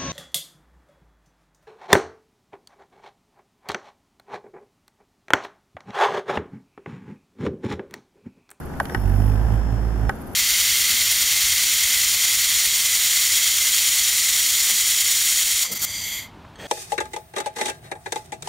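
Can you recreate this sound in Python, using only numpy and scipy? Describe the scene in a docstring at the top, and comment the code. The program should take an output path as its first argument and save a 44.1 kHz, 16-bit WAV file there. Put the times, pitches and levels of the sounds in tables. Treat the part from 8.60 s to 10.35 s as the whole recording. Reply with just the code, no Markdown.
"""Camera zoom by a calm lake.

A camera's own microphone hears its zoom through the case. The lever clicks, a small motor whines up,
and the gears engage with a click and throb about 53 times a second until a last click stops them.
Behind it lie a soft distant rumble and the high ticks and buzz of what may be a katydid."""
import sys
import numpy as np
from scipy.fft import rfft, irfft, next_fast_len
from scipy.io import wavfile
from scipy.ndimage import map_coordinates

SR = 44100
rng = np.random.default_rng(int(sys.argv[2]) if len(sys.argv) > 2 else 0)


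def log_audio(samples):
    """Write samples as a 16-bit WAV file to the path given in sys.argv[1]."""
    # one column per channel
    frames = np.atleast_2d(samples).T
    # limit to full scale, then quantise
    limited = np.clip(frames, -1, 1)
    pcm = np.round(limited * 32767).astype(np.int16)
    wavfile.write(sys.argv[1], SR, pcm)


N = 77175
TIME = np.arange(N) / SR
MOTOR_ON_S, GEARS_ON_S, ZOOM_OFF_S = 0.2, 0.359, 1.494
CLICK_ATTACK_S = 0.00092
# stereo image of the mechanism's noise: frequency_hz, correlation
MECHANISM_IMAGE = [(100, 0.96), (900, 0.85), (2000, -0.14), (4000, 0.16), (12000, -0.33)]


def amp(db):
    """Decibels to gain."""
    return 10 ** (np.asarray(db) / 20)


def unit(x):
    """Scale to rms 1."""
    return x / np.sqrt(np.mean(x ** 2) + 1e-20)


def along(points, hz):
    """Read a breakpoint curve on a log frequency axis."""
    point_hz, values = np.transpose(points)
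    return np.interp(np.log(hz + 1), np.log(point_hz + 1), values)


def curves(rows):
    """One automation curve for each column after the time."""
    times, *columns = np.transpose(rows)
    return [np.interp(TIME, times, column) for column in columns]


def wobble(rate):
    """A smooth random curve, rate knots a second."""
    return map_coordinates(rng.standard_normal(512), [TIME * rate], mode="wrap")


def filtered(x, response):
    """Shape x with a frequency response."""
    size = next_fast_len(N + SR // 2)
    return irfft(rfft(x, size) * response(np.fft.rfftfreq(size, 1 / SR)), size)[..., :N]


def noise(colour, image):
    """Stereo noise of rms 1 with a given colour and left-right correlation."""
    def mid_side(hz):
        angle = np.arccos(np.clip(along(image, hz), -1, 1)) / 2
        return amp(along(colour, hz)) * [np.cos(angle), np.sin(angle)]
    mid, side = filtered(rng.standard_normal((2, N)), mid_side)
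    return unit(np.array([mid + side, mid - side]))


def pan(db):
    """Left and right gains of mean 1; positive db leans left."""
    gains = amp([[db / 2], [-db / 2]])
    return gains / gains.mean()


def running(start_s, fade_s=0.0087):
    """A gate, open from start_s until the zoom stops."""
    return np.clip((TIME - start_s) / fade_s, 0, 1) * np.clip((ZOOM_OFF_S - TIME) / fade_s + .5, 0, 1)


def gears(jitter_turns=0.0077, knock_lag_turns=0.274, catch_db=-27, rasp_pulse_db=4):
    """Each turn pushes the case once, then knocks on it; the teeth rub and catch."""
    # gear train: time_s, turns_per_s, hum_db, knock_db (both before trim)
    train = [(.36, 52, -24.5, -20.5), (.41, 50.5, -27, -34.5), (.46, 48, -19.5, -22),
             (.53, 47.7, -19.5, -21.5), (.59, 50.7, -19.5, -20), (.68, 51.5, -18, -21.5),
             (.76, 51, -21, -22), (.84, 56.5, -19.5, -32.5), (.93, 54.3, -21.5, -19),
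             (.98, 53.3, -20.5, -30), (1.06, 54.7, -22, -38.5), (1.13, 56, -24, -21.5),
             (1.2, 55, -23, -34.5), (1.29, 55, -23.5, -29.5), (1.36, 55, -24, -37), (1.44, 54, -22, -24.5),
             (1.49, 56, -20.5, -37)]
    # the knock's harmonics 2 to 8 of the turning rate: gain_db
    overtones = [1, -12.5, -16.5, -17, -23, -25, -25.5]
    # rubbing teeth: time_s, level_db
    rasp_levels = [(.2, -44), (.3, -34.5), (.42, -36.5), (.58, -34), (.75, -34), (.92, -31.5), (1.05, -35),
                   (1.27, -39), (1.36, -36), (1.49, -35.5)]
    # colour of the rubbing: frequency_hz, gain_db
    rasp_colour = [(30, -3), (130, 5.5), (300, -5), (550, -11.5), (800, -4.5), (1150, -18), (1750, -13.5),
                   (2300, -28.5), (3100, -26.5), (4200, -40), (7000, -33.5), (14000, -51)]
    # colour of the small tick as the teeth catch: frequency_hz, gain_db
    catch_colour = [(400, -19), (1700, 1.5), (2400, -2), (3100, -2.5), (4500, -17.5), (9000, -10),
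                    (14000, -22)]
    rate, hum_db, knock_db = curves(train)
    rasp_db, = curves(rasp_levels)
    engaged = running(GEARS_ON_S)
    turns = np.cumsum(rate * (TIME > GEARS_ON_S)) / SR + jitter_turns * wobble(48.8)
    push = np.cos(2 * np.pi * turns)
    force = amp(knock_db + 0.8 * wobble(44.1))
    knock_phase = 2 * np.pi * (turns - knock_lag_turns)
    knock = force * sum(amp(db) * np.cos(k * knock_phase) for k, db in enumerate(overtones, 2))
    hum = amp(hum_db + 0.4 * wobble(30.2)) * push
    throb = amp(-1) * knock * pan(-8) - amp(0.5) * hum * pan(-9)  # trimmed and set to the right
    catch_pulse = unit(np.exp(2.5 * push))  # one narrow peak a turn
    catch = amp(catch_db) * force * catch_pulse * noise(catch_colour, MECHANISM_IMAGE)
    rasp = amp(rasp_db + rasp_pulse_db * push * engaged) * noise(rasp_colour, MECHANISM_IMAGE)
    return (np.sqrt(2) * throb + catch) * engaged + rasp * running(MOTOR_ON_S)


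def clicks(tick_t60_s=0.016, thud_hz=365, thud_t60_s=0.019, rolloff_db_per_octave=5.5, width=0.72):
    """Every click is a dry tick, a low thud and a short ring of the plastic case."""
    # lever and gear hits: start_s, ring_db, tick_db, thud_db, ring_centre_hz, pan_db
    hits = [(0.137, -34.5, -50, -44, 2200, -4), (.2, -15, -18, -28, 1500, -2.5),
            (.254, -31, -24, -33, 2080, -1), (0.296, -26.5, -30, -42, 1700, 4),
            (0.322, -27, -47, -16.5, 505, -2.5), (0.3468, -11.5, -20.5, -13, 2230, 0),
            (.362, -36, -46, -31, 1180, 13), (1.493, -11, -20.5, -20, 1180, -1.5)]
    # resonances of the case: pitch_hz, gain_db, t60_s
    case_modes = [(402, -9, 0.1), (570, -9, 0.054), (781, -1, 0.042), (880, -3.5, 0.044),
                  (1093, -11, 0.039), (1265, -10.5, 0.052), (1521, -4, 0.054), (1692, -4, 0.036),
                  (1890, -1, 0.027), (2226, -11, 0.025), (2890, -16.5, 0.038), (3080, -22, 0.042),
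                  (5200, -13, 0.022)]
    # colour of the dry tick: frequency_hz, gain_db
    tick_colour = [(500, 6.5), (2000, 12), (4000, 7), (8000, -2), (11500, 1.5), (15000, -20)]
    out = np.zeros((2, N))
    hz, mode_db, t60_s = np.transpose(case_modes)[:, :, None]
    for start_s, ring_db, tick_db, thud_db, centre_hz, pan_db in hits:
        t = np.maximum(TIME - start_s, 0)
        scatter, onset_phase, spread = rng.standard_normal((3, len(hz), 1))
        first = int(start_s * SR)
        ringing = slice(first, first + SR // 10)
        focus_db = -rolloff_db_per_octave * np.abs(np.log2(hz / centre_hz))
        decay = amp(ring_db + mode_db + focus_db + 0.1 * scatter - 60 * t[ringing] / t60_s)
        click = amp(tick_db - 60 * t / tick_t60_s) * noise(tick_colour, MECHANISM_IMAGE)
        click += amp(thud_db - 60 * t / thud_t60_s) * np.sin(2 * np.pi * thud_hz * t)
        for channel, sign in enumerate((1, -1)):
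            phase = np.pi * onset_phase + sign * width * spread * hz / np.median(hz)  # highs ring wider
            click[channel, ringing] += (decay * np.sin(2 * np.pi * hz * t[ringing] + phase)).sum(0)
        out += click * (1 - np.exp(-t / CLICK_ATTACK_S)) * pan(pan_db)
    return out


def lever_plop(start_s=0.2, level_db=-10, from_hz=1800, to_hz=508, fall_s=0.0051, t60_s=0.044):
    """A short, rough ring under the lever's click, dropping in pitch like a plop."""
    t = np.maximum(TIME - start_s, 0)
    cycles = to_hz * t + (from_hz - to_hz) * fall_s * (1 - np.exp(-t / fall_s))
    phase = 2 * np.pi * cycles + 0.38 * wobble(400)
    decay = amp(level_db - 60 * t / t60_s + 2.5 * wobble(400.7))
    return decay * (1 - np.exp(-t / CLICK_ATTACK_S)) * np.sin([phase + 0.49, phase])


def motor(waver_hz=10, flutter_db=1, left_lead_rad=2.09):
    """A thin whine that sags as the motor takes up its load."""
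    # whine under load: time_s, pitch_hz, level_db
    whine = [(.2, 6400, -76), (.26, 5910, -69), (.32, 5480, -54), (.37, 5350, -56), (.55, 5270, -56.5),
             (.7, 5253, -54), (.82, 5200, -57), (.93, 5304, -57), (1.18, 5290, -57), (1.32, 5270, -58.5),
             (1.44, 5350, -58), (1.49, 5350, -53)]
    hz, db = curves(whine)
    phase = 2 * np.pi * np.cumsum(hz + waver_hz * wobble(69.25)) / SR
    tone = np.sqrt(2) * np.sin([phase + left_lead_rad, phase])
    return tone * amp(db + flutter_db * wobble(50.5)) * running(MOTOR_ON_S) * pan(2)


def insect(stroke_hz=52.3, depth_db=3, flicker_db=1.1, tick_width_s=0.0055):
    """Rubbed wings: a few separate ticks, a long fast buzz, then ticks again."""
    # wing buzz: time_s, level_db
    buzz_levels = [(0, -53), (.15, -56.5), (.22, -47), (.45, -48), (.7, -46.5), (.8, -52.5), (.98, -53.5),
                   (1.04, -60), (1.15, -57), (1.48, -55), (1.6, -55), (1.75, -50.5)]
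    # separate wing ticks: peak_s, level_db
    wing_ticks = [(.002, -43), (.06, -46), (1.51, -50), (1.559, -47.5), (1.618, -45), (1.674, -44),
                  (1.735, -46)]
    # colour of the wings: frequency_hz, gain_db
    wing_colour = [(6000, -32), (9000, -10), (10300, 0.5), (11400, 3), (13000, -1.5), (14200, -2.5),
                   (15000, -15)]
    # their stereo image: frequency_hz, correlation
    wing_image = [(11000, -0.48)]
    buzz_db, = curves(buzz_levels)
    strokes = np.cos(2 * np.pi * stroke_hz * TIME + .4 * wobble(8.8))
    buzz = amp(buzz_db + flicker_db * wobble(44.8)) * unit(amp(depth_db * strokes))
    ticks = sum(amp(db) * np.exp(-.5 * ((TIME - s) / tick_width_s) ** 2) for s, db in wing_ticks)
    return np.hypot(buzz, ticks) * noise(wing_colour, wing_image) * pan(-2)


def lake(air_db=-33, swell_db=0.4, drift_rad=0.81):
    """A steady bed of distant rumble with a faint engine in it."""
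    # rumble and air over the lake: frequency_hz, gain_db
    air_colour = [(20, -2), (45, -8), (68, 0), (100, -3), (150, -2.5), (220, -1), (300, -9.5), (420, -9.5),
                  (600, -12.5), (820, -12.5), (1100, -18), (1500, -17.5), (1900, -25), (2400, -31.5),
                  (3500, -35.5), (7000, -38.5), (15000, -50)]
    # their stereo image: frequency_hz, correlation
    air_image = [(60, 0.94), (300, 0.54), (1000, 0.6), (2000, 0.28), (4000, 0), (12000, 0.2)]
    # drone of a far engine: pitch_hz, level_db
    engine_tones = [(69, -39.5), (272, -46.5), (361, -48)]
    bed = amp(air_db + swell_db * wobble(6.6)) * noise(air_colour, air_image)
    for hz, db in engine_tones:
        gain = np.sqrt(2) * amp(db + 2.6 * wobble(5.33))
        bed += gain * np.sin(2 * np.pi * hz * TIME + drift_rad * wobble(7.6))
    return bed * pan(0.6)


def scene():
    """The zoom mechanism close by, the insect and lake behind it."""
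    return motor() + gears() + clicks() + lever_plop() + insect() + lake()


def record(dry, top_hz=15100):
    """The camera cuts two narrow dips in the treble and drops the very top."""
    # treble notches: centre_hz, half_width_hz
    notches = [(3930, 160), (7880, 70)]
    def response(hz):
        dips = [(centre**2 - hz**2) / (centre**2 - hz**2 + 2j * hz * half) for centre, half in notches]
        return np.prod(dips, axis=0) * (hz < top_hz)
    return filtered(dry, response)


dry = scene()
out = record(dry)
log_audio(out)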